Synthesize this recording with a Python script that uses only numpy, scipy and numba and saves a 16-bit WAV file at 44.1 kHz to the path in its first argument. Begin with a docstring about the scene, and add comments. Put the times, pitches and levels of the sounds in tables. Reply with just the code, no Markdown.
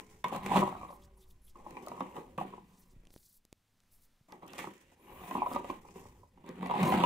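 """Indoors, on a wooden board close to a phone, a hand pushes a small hollow plastic toy truck to and fro.
Tread and grit tap the shell and the board densely and make them ring; single knocks and snaps stand out.
Now and then an axle hisses and squeals, and once the wheels whirr. Skin and cloth rustle, rubs sing,
and the hand bumps and taps the phone. Low room hums and the board's lingering ring sound faintly."""
import sys
import numpy as np
from scipy import signal
from scipy.fft import rfft, irfft
from scipy.io import wavfile
from scipy.ndimage import uniform_filter1d
from numba import njit

SR = 44100
rng = np.random.default_rng(int(sys.argv[2]) if len(sys.argv) > 2 else 0)


def int16_out(signal):
    """Quantize to a 16-bit WAV file."""
    q = np.round(np.clip(np.atleast_2d(signal).T, -1, 1) * 32767)
    wavfile.write(sys.argv[1], SR, q.astype(np.int16))


N = 310905
TIME = np.arange(N) / SR
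SIDES = np.array([[1], [-1]])  # plus on the left, minus on the right


def undb(db):
    """Turn decibels into a gain."""
    return np.exp(np.log(10) / 20 * np.asarray(db))

def level(x, db=0):
    """Set a signal's average (RMS) level."""
    return x * undb(db) / np.sqrt(np.mean(x ** 2))

def curve(rows, outside=-120.):
    """Join a table's points with straight lines, one value a sample."""
    times, *columns = np.transpose(rows)
    return [np.interp(TIME, times, c, left=outside, right=outside) for c in columns]

def band(x, lo_hz, hi_hz, order=2):
    """Keep the sound between two frequencies."""
    sos = signal.butter(order, [lo_hz, min(hi_hz, .45 * SR)], "bandpass", fs=SR, output="sos")
    return signal.sosfilt(sos, x)

def wobble(per_s):
    """A smooth random wander, roughly 1 either way."""
    hold = max(int(SR / per_s), 1)
    steps = np.repeat(rng.standard_normal(N // hold + 1), hold)
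    return 1.3 * uniform_filter1d(uniform_filter1d(steps, hold), hold)[:N]

def strikes(times, db):
    """One clean, instant kick at each time."""
    x = np.zeros(N)
    x[(times * SR).astype(int)] = undb(db)
    return x

def bursts(times, db, fade_s):
    """One quickly fading puff of noise at each time."""
    x = np.zeros(N)
    fade = np.exp(-np.arange(int(.033 * SR)) / (fade_s * SR))
    puffs = rng.standard_normal((len(times), len(fade))) * fade
    for t, gain, puff in zip(times, undb(db), puffs):
        i = int(t * SR)
        x[i:i + len(puff)] += (gain * puff / np.sqrt(np.sum(puff ** 2)))[:N - i]
    return x

@njit
def resonate(x, hz, ring_s):
    """One ringing note whose pitch may move; it fades by 60 dB in ring_s."""
    turn = 2 * np.pi * hz / SR
    fade = np.exp(-np.log(1000) / (ring_s * SR))
    y, z = np.empty(len(x)), 0j
    for i in range(len(x)):
        z = z * fade * complex(np.cos(turn[i]), np.sin(turn[i])) + x[i] + 1e-18
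        y[i] = z.imag
    return y

def ring(x, notes, ring_s, apart_db, drift=.04, share_db=2.5):
    """A struck part rings. Grip and contact point move, so each note's pitch and strength wander."""
    out = 0
    for k, (hz, db) in enumerate(notes):
        pitch = hz * (1 + drift * np.tanh(wobble(15)))
        share = undb(share_db * np.clip(wobble(40), -2, 1.5))
        note = resonate(x * share, pitch, ring_s)
        sign = (-1) ** (k // 2)
        out = out + sign * undb(db + apart_db * wobble(14) * SIDES) * note
    return out / np.sqrt(np.sum(undb(np.array(notes)[:, 1]) ** 2))

def tread_taps(per_s=900, spread_db=4., most_db=13.):
    """Tread and grit touch at chance moments: many small taps, a few large."""
    hits = (rng.random(N) < per_s / SR) * rng.choice([-1, 1], N)
    return level(hits * undb(np.minimum(spread_db * rng.exponential(size=N), most_db)))

# How loudly the truck rolls, one curve a push: t/s, level/dB
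PUSHES = [
    [(0, -53), (.05, -69.5), (.12, -65), (.235, -78)],
    [(.24, -35.5), (.3, -47), (.35, -33.5), (.4, -49), (.48, -36), (.57, -21.5), (.63, -35.5), (.66, -38.5),
     (.73, -47.5), (.79, -52.5), (.9, -58.5), (1.0, -65.5), (1.2, -75), (1.54, -85)],
    [(1.545, -73.5), (1.56, -62), (1.75, -53), (1.9, -52.5), (2.03, -47.5), (2.12, -56), (2.17, -44.5),
     (2.23, -57), (2.37, -66.5)],
    [(2.378, -33), (2.385, -43.5), (2.45, -53.5), (2.51, -59), (2.54, -60), (2.64, -69), (2.86, -77),
     (3.1, -78.5), (3.4, -103)],
    [(4.27, -90), (4.287, -58), (4.335, -53.5), (4.41, -65), (4.435, -49), (4.47, -55.5)],
    [(4.475, -58), (4.575, -54.5), (4.6, -45.5), (4.67, -57.5), (4.72, -63), (4.78, -71.5), (4.92, -75),
     (4.95, -73)],
    [(4.96, -73.5), (5.1, -57.5), (5.27, -47.5), (5.36, -42.5), (5.47, -50), (5.51, -46), (5.56, -41),
     (5.63, -54.5), (5.7, -45.5), (5.8, -56.5)],
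    [(5.81, -63), (5.87, -62.5), (5.94, -63), (5.97, -54), (6.06, -60), (6.13, -68.5), (6.24, -72.5),
     (6.3, -81)],
    [(6.31, -80.5), (6.44, -65), (6.49, -47.5), (6.53, -60), (6.63, -43.5), (6.7, -44), (6.8, -30),
     (6.92, -31), (7.05, -30)],
]
# Each push's balance against the shell at pivot_db: boom/dB, board/dB, grit/dB, fizz/dB
PUSH_BALANCE = [(-5, -1, -2.5, -6), (-3.5, -2.5, -7.5, -17), (-7, 2, -10, -17), (0.5, 0, -4, -16),
                (-8.5, -2.5, -12.5, -22), (-8.5, 3, 2.5, -8), (-8, 0.5, -6, -16.5), (-5, 1, -6.5, -11),
                (0.5, 1.5, -5, -20)]
def rolling(pivot_db=-50):
    """Gains of shell, boom, board, grit and fizz as the hand pushes; fast rolling feeds the shell most."""
    slopes = np.array([[1], [.86], [.79], [.86], [.72]])  # dB gained per dB of rolling
    gains = 0
    for push, balance in zip(PUSHES, PUSH_BALANCE):
        above_db = curve(push, outside=-300.)[0] - pivot_db
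        balance_db = np.array([0, *balance])[:, None]
        gains = gains + undb(pivot_db + balance_db + slopes * above_db)
    return gains

def dust(contacts, grit_gain, fizz_gain):
    """Each contact sprays a moment of dust noise: a high fizz and a lower scrape of grit."""
    spray = level(signal.lfilter([1], [1, -np.exp(-1 / (.0053 * SR))], np.abs(contacts)))
    noise = spray * rng.standard_normal((2, N))
    dull = band(noise, 4700, 8500) * undb(1.5 * wobble(20))
    bright = band(spray * rng.standard_normal((2, N)), 8500, 18000)
    bright *= undb(np.array([[-4], [-9]]) + 1.5 * wobble(20))
    scrape = level(band(noise, 1400, 3300), -7)
    return level(dull + bright) * fizz_gain + scrape * grit_gain

# Ringing notes of the shell, the board's deep boom, the board and the grit: f/Hz, level/dB
SHELL_NOTES = [(590, -2), (715, -1.5), (800, 1.5), (885, 4), (995, 4.5), (1080, 3), (1150, 0), (1235, -5)]
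BOOM_NOTES = [(95, -24), (127, -15), (180, -7), (199, 0)]
BOARD_NOTES = [(265, -1.5), (335, 0.5), (390, 0), (460, -6.5), (530, -3)]
GRIT_NOTES = [(1500, -5), (1860, 0), (2100, -2), (2370, -1), (2700, -5), (3000, -10), (3300, -11),
              (3700, -11)]
# How far each part's notes sway between left and right: part, level/dB
SWAY_DB = {"shell": 1.8, "boom": .2, "board": .7, "grit": 4}
def truck():
    """Rolling taps and single knocks set the same shell, board and small parts ringing."""
    shell_gain, boom_gain, board_gain, grit_gain, fizz_gain = rolling()
    shell_hits, boom_hits, board_hits, grit_hits, crack = knocks()
    contacts = tread_taps()

    def roll(gain, db):  # steady taps pile up, so they go in far weaker than a knock
        return gain * undb(db) * (contacts + 1.49 * tread_taps())

    shell = ring(roll(shell_gain, -25) + shell_hits, SHELL_NOTES, .028, SWAY_DB["shell"])
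    boom = ring(roll(boom_gain, -30) + boom_hits, BOOM_NOTES, .12, SWAY_DB["boom"],
                drift=.012, share_db=1)
    board = ring(roll(board_gain, -28) + board_hits, BOARD_NOTES, .045, SWAY_DB["board"])
    grit = ring(roll(grit_gain, -23) + grit_hits, GRIT_NOTES, .008, SWAY_DB["grit"])
    ringing = band(shell + boom + board + grit * undb(2 * SIDES), 95, 18000)
    return ringing + crack + dust(contacts, grit_gain, fizz_gain)

# The hand moving the phone: t/s, sway level/dB, thump level/dB
HANDLING = [(0, -70, -70.5), (.57, -66, -54), (.9, -66.5, -70.5), (1.7, -67, -74.5), (2.0, -83, -63),
            (2.95, -63, -71.5), (3.5, -72.5, -84.5), (4.2, -76.5, -85.5), (4.5, -74.5, -70),
            (5.5, -76, -65.5), (6.3, -75.5, -66), (7.05, -77, -72.5)]
def hand_rumble():
    """The hand sways the phone, too low to hear, and thumps it softly."""
    sway_db, thump_db = curve(HANDLING)
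    slow = band(rng.standard_normal(N), 3, 20, order=1)
    sway = level(band(slow, 3, 35, order=1)) * undb(sway_db + 5.5 * wobble(6))
    thump = level(band(rng.standard_normal(N), 32, 115)) * undb(thump_db + 5 * wobble(12))
    return sway + thump

# Tone of the room's hiss: f/Hz, relative level/dB
AIR_TONE = [(80, -21), (140, -8.5), (240, -3.5), (330, -15), (1000, -16.5), (4000, -21), (15500, -28)]
# Faint held tones, low room hums and the board's lingering ring: start t/s, end t/s, f/Hz, level/dB
HELD_TONES = [(.85, 1.85, 56, -64.5), (3.45, 4.15, 105, -83), (-.2, .28, 430, -70), (.82, 1.35, 385, -71),
              (.82, 1.2, 555, -73)]
def air_and_tones(hiss_db=-80):
    """The room hisses faintly; low room hums and the board's lingering ring waver, come and go."""
    tone_hz, tone_db = np.transpose(AIR_TONE)
    tone = undb(np.interp(np.log(np.fft.rfftfreq(N, 1 / SR) + 1), np.log(tone_hz), tone_db))
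    middle, side = (level(irfft(rfft(rng.standard_normal(N)) * tone, N), hiss_db) for _ in range(2))
    out = (middle + .2 * side * SIDES) * undb(1.5 * wobble(3))
    for start, end, hz, db in HELD_TONES:
        fade = np.clip(np.minimum(TIME - start, end - TIME) / .14, 0, 1)
        phase = 2 * np.pi * np.cumsum(hz * (1 + .015 * wobble(9))) / SR
        out = out + np.sqrt(2) * undb(db + 1.5 * wobble(20)) * fade * np.sin(phase)
    return out

# Knocks of wheels and axles: t/s, level/dB, crack above that level/dB, thud above that level/dB
KNOCKS = [(0.242, -20.5, -0.5, -24), (0.283, -41, 16.5, -21), (0.323, -27.5, -28, -18),
          (0.346, -32, -22, -30), (0.362, -36, 16.5, -10), (0.462, -30, 11, -5), (0.515, -21.5, -18, -16),
          (0.539, -19.5, -26, -18), (0.555, -17.5, -13, -20), (0.571, -16.5, 0.5, -8),
          (0.617, -16.5, -28, -13.5), (0.627, -16, -20, -10.5), (0.675, -28.5, -21, -9.5),
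          (0.725, -31, -26, -23), (0.751, -29.5, -24, -33), (0.766, -36, -13, -25),
          (0.812, -36.5, -28, -28), (0.831, -34.5, -27, -30), (0.848, -38.5, -28, -18),
          (0.887, -37.5, -11, -31), (0.902, -38, -12, -21), (0.925, -43, -22, -13),
          (1.555, -46.5, -32, -12.5), (1.662, -36.5, -26, -27), (1.708, -47.5, 16, -0.5),
          (1.769, -36, -3.5, -10.5), (1.864, -60.5, 35.5, -20), (1.871, -31.5, -29, -32),
          (1.884, -49, 26.5, -10), (1.916, -29.5, -14, -35), (1.976, -39, -24, -21),
          (2.006, -27, -4.5, -7.5), (2.016, -34.5, -18, -3), (2.165, -32, -9, -19),
          (2.18, -35.5, -20, -4.5), (2.379, -33, -3, -24), (2.383, -23.5, -8.5, -13),
          (2.411, -28, -9.5, -18), (2.448, -44.5, -20, 4), (2.524, -42, -20, -10), (2.535, -37.5, -25, -8),
          (2.578, -43.5, -27, -6.5), (4.285, -50.5, -14, -19), (4.324, -39.5, -5.5, -21),
          (4.423, -42.5, -9, -9), (4.43, -42.5, -13, -3), (4.465, -63, 26, -13), (4.479, -49, 20, -10),
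          (4.534, -41.5, 12, -19), (4.582, -38, 17, -23), (4.589, -31, 11, -41), (4.64, -30.5, -7, -13),
          (4.671, -32.5, -24, -5.5), (4.919, -45.5, -12, -14), (5.236, -38, -2, -11),
          (5.31, -28.5, 0.5, -13), (5.351, -24.5, -25, -9.5), (5.379, -27, -35, -11.5),
          (5.418, -23.5, -27, -21), (5.426, -26.5, -34, -30), (5.46, -24.5, -13, -37),
          (5.468, -24, -19, -27), (5.514, -28.5, -17, -12), (5.547, -26.5, -12, -14),
          (5.56, -20, -9.5, -20), (5.598, -32.5, -30, -11), (5.644, -25.5, -10, -22),
          (5.699, -31, -5.5, -5), (5.849, -47, -20, -10), (5.886, -44, -10, -22),
          (5.956, -43.5, -4.5, -2.5), (5.98, -43, -6, -25), (6.054, -44, -29, -12), (6.232, -52, -23, -7),
          (6.374, -51.5, -11, -7.5), (6.44, -44.5, -9, -9), (6.463, -51, 13, 4), (6.49, -47.5, 11, 6),
          (6.627, -28.5, -10, -5.5), (6.661, -29, -3.5, -21), (6.697, -22, -14, -17), (6.71, -20, -10, -24),
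          (6.738, -24.5, -14, -11), (6.752, -28, -15, -29), (6.794, -26, -11, -18), (6.831, -28, 12, -10),
          (6.878, -24, -6, -2), (6.922, -16, -6.5, -29), (6.938, -17, -2.5, -7.5), (6.959, -25, -3, -12),
          (6.98, -24, -16, -29), (7.003, -19, -6, -6), (7.012, -24, -18, -16), (7.037, -16.5, -1.5, -15)]
def knocks():
    """Each knock kicks shell, boom, board and grit, and gives a sharp crack."""
    times, db, crack_db, thud_db = np.transpose(KNOCKS)

    def hit(hit_db):  # a first contact, then loose parts chatter
        return strikes(times, hit_db - 1.5) + bursts(times, hit_db + 1.5, fade_s=.0055)

    shell = hit(db - 2)
    boom = strikes(times, db + thud_db - 7)
    board = hit(db + thud_db)
    grit = hit(db + np.minimum(crack_db, 4) - 4.5)
    snaps = np.array([bursts(times, db + crack_db - 2, fade_s=.002) for _ in range(2)])
    crack = band(snaps, 2500, 14000, order=1) * undb(1.5 * SIDES)
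    return shell, boom, board, grit, crack

# Rubs that sing: start t/s, end t/s, f/Hz, level/dB
RUBS = [(0.77, 0.77, 3440, -66), (0.88, 0.957, 11000, -74), (1.024, 1.046, 3380, -74),
        (1.161, 1.237, 10800, -78), (1.22, 1.24, 3580, -74), (1.31, 1.31, 3550, -73),
        (1.425, 1.486, 11000, -71), (1.479, 1.502, 3370, -73)]
def rubs(width=.057, edge_s=.019):
    """Each rub is grainy noise squeezed into a narrow band around one pitch."""
    out = 0
    grainy = rng.standard_normal(N) * undb(3 * wobble(120))
    for start, end, hz, db in RUBS:
        fade = np.clip(np.minimum(TIME - start, end - TIME) / edge_s + 1, 0, 1) ** 2
        out = out + fade * level(band(grainy, hz * (1 - width), hz * (1 + width), order=1), db)
    return out

# Rustles: full from t/s, full until t/s, level/dB, top band above that level/dB
RUSTLES = [(.914, 0.967, -76, 1), (1.028, 1.054, -76, 1.5), (1.231, 1.22, -66.5, 3),
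           (1.31, 1.309, -70.5, 1.5), (1.493, 1.5, -68.5, -1), (2.68, 2.83, -80.5, -0.5),
           (2.787, 2.93, -80.5, 0), (3.128, 3.376, -73.5, 4), (3.93, 3.96, -79.5, 9), (4.015, 4.05, -78, 9),
           (6.83, 6.92, -56, 0)]
def rustle(rise_db_per_s=397, fall_db_per_s=750):
    """Skin and cloth make a high, grainy hiss that swells, holds and stops."""
    out = lower_gain = top_gain = 0
    for start, end, db, top_db in RUSTLES:
        before, after = np.maximum(start - TIME, 0), np.maximum(TIME - end, 0)
        swell = undb(db - rise_db_per_s * before - fall_db_per_s * after)
        lower_gain = lower_gain + swell
        top_gain = top_gain + swell * undb(top_db)
    for lo_hz, hi_hz, gain in ((3900, 9000, lower_gain), (9000, 17000, top_gain * undb(SIDES))):
        grain = undb(3 * wobble(150) + 1.5 * wobble(25))
        middle, side = (level(band(rng.standard_normal(N), lo_hz, hi_hz, order=3)) for _ in range(2))
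        out = out + gain * grain * (middle + .023 * side * SIDES)
    return out

# Soft finger taps on the phone: t/s, peak level/dB
FINGER_TAPS = [(2.934, -54), (2.964, -50.5), (2.999, -56.5), (4.211, -56)]
def finger_taps(hz=128, fade_s=.0051):
    """Each tap is one dull swing that dies quickly."""
    t = TIME[:int(.03 * SR)]
    swing = -np.exp(-t / fade_s) * np.sin(2 * np.pi * hz * t)
    return signal.fftconvolve(strikes(*np.transpose(FINGER_TAPS)), swing / np.max(np.abs(swing)))[:N]

# Dry ticks: t/s, relative level/dB, thud offset/dB
DRY_TICKS = [(3.036, -65.5, 2), (3.053, -55, -16), (3.0708, -52, -6), (3.1053, -55, -5.5),
             (3.109, -60, -13), (3.1398, -50.5, -8), (3.1626, -52, 5), (3.178, -55, -18), (3.2, -65, -24.5),
             (3.23, -58.5, -25.5), (3.4516, -48.5, -15), (3.5276, -41.5, -6.5), (3.8035, -57.5, -30.5),
             (3.8361, -61, -24), (4.3226, -44.5, -11), (4.534, -43, -30), (4.589, -40, -30),
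             (5.53, -45, -30), (5.535, -39, -30), (5.703, -46, -32), (6.491, -45.5, -30), (6.672, -43, -30)]
def dry_ticks():
    """Fingers click, and later the truck's knocks and grit snap: each a bright snap over a short thud."""
    times, db, thud_db = np.transpose(DRY_TICKS)
    t = TIME[:int(.02 * SR)]
    thud = np.exp(-t / .00071) * np.sin(2 * np.pi * 300 * t)
    snaps = band(bursts(times, db + 17, fade_s=.00056), 2000, 6000, order=1)
    return snaps + signal.fftconvolve(strikes(times, db + thud_db + 14.5), thud)[:N]

# The axle's hiss: t/s, level/dB
AXLE_HISS = [(4.98, -85), (5.16, -71), (5.3, -64.5), (5.4, -72), (5.53, -60.5), (5.6, -91), (5.82, -80)]
def axle_hiss():
    """The axle gives a smooth, high hiss, stronger on the left."""
    hiss = level(band(rng.standard_normal((2, N)), 8500, 17000))
    return hiss * undb(curve(AXLE_HISS)[0] + 1.5 * wobble(30) + np.array([[4.5], [.5]]))

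# The axle's squeals, one curve a tone: t/s, f/Hz, level/dB
SQUEALS = [
    [(4.99, 9600, -82), (5.02, 11400, -77), (5.055, 12750, -75), (5.105, 13600, -75), (5.14, 14750, -73),
     (5.165, 15100, -73), (5.19, 14950, -71), (5.225, 15450, -71), (5.265, 15500, -70), (5.31, 14000, -66),
     (5.36, 10900, -76)],
    [(5.045, 10900, -82), (5.11, 11700, -78), (5.14, 12400, -74), (5.205, 12600, -76)],
    [(5.14, 11700, -78), (5.2, 11700, -77), (5.245, 12300, -74), (5.28, 12000, -79)],
    [(5.945, 12000, -84), (5.97, 13000, -80), (5.995, 13300, -77), (6.02, 11200, -80)],
]
def axle_squeal():
    """Thin, slightly shaky tones glide with the speed of the wheels."""
    out = 0
    for squeal in SQUEALS:
        hz, db = curve(squeal)
        phase = 2 * np.pi * np.cumsum(hz + 25 * wobble(200)) / SR
        out = out + np.sqrt(2) * undb(db + 2 * wobble(60)) * np.sin(phase)
    return out

# The wheels' rough whirr during one push: t/s, f/Hz, level/dB
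WHIRR = [(5.0, 2380, -80), (5.15, 2400, -65), (5.3, 2470, -61), (5.37, 2700, -55), (5.43, 2300, -54),
         (5.48, 2250, -72)]
def wheel_whirr(ring_s=.011):
    """Dense taps ring one gliding note; left and right each get their own taps."""
    times, hz, _ = np.transpose(WHIRR)
    pitch = np.interp(TIME, times, hz)
    ringing = np.array([level(resonate(tread_taps(), pitch, ring_s)) for _ in range(2)])
    return ringing * undb(curve(WHIRR)[1])

def room_echo(x, ring_s=.22):
    """The room adds a short fading tail, with the same bass on both sides."""
    t = TIME[:int(.6 * SR)]
    fade = np.exp(-np.log(1000) * t / ring_s) * (t > .003)
    shared, left, right = rng.standard_normal((3, len(t))) * fade
    tails = [band(shared, 72, 480) + band(own, 450, 6000, order=1) for own in (left, right)]
    return np.array([signal.fftconvolve(side, tail / np.sqrt(np.sum(tail ** 2)))[:N]
                     for side, tail in zip(x, tails)])

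def late_on_left(x, lag_samples=8):
    """The shell's range of pitches reaches the left side a little late."""
    left, right = x
    body = signal.sosfiltfilt(signal.butter(1, (300, 1500), "bandpass", fs=SR, output="sos"), left)
    return np.array([left - body + np.roll(body, lag_samples), right])

def scene():
    """Mix the toy, its echo, the hand and the room in stereo."""
    toy = truck() + wheel_whirr()
    axle = axle_hiss() + axle_squeal()
    touches = hand_rumble() + rustle() + finger_taps() + dry_ticks()
    return late_on_left(toy) + undb(-12) * room_echo(toy) + axle + rubs() + touches + air_and_tones()

def record(dry, top_hz=15600):
    """The phone cuts off the highest treble."""
    return signal.sosfilt(signal.ellip(10, .2, 70, top_hz, fs=SR, output="sos"), dry)


dry = scene()
out = record(dry)
int16_out(out)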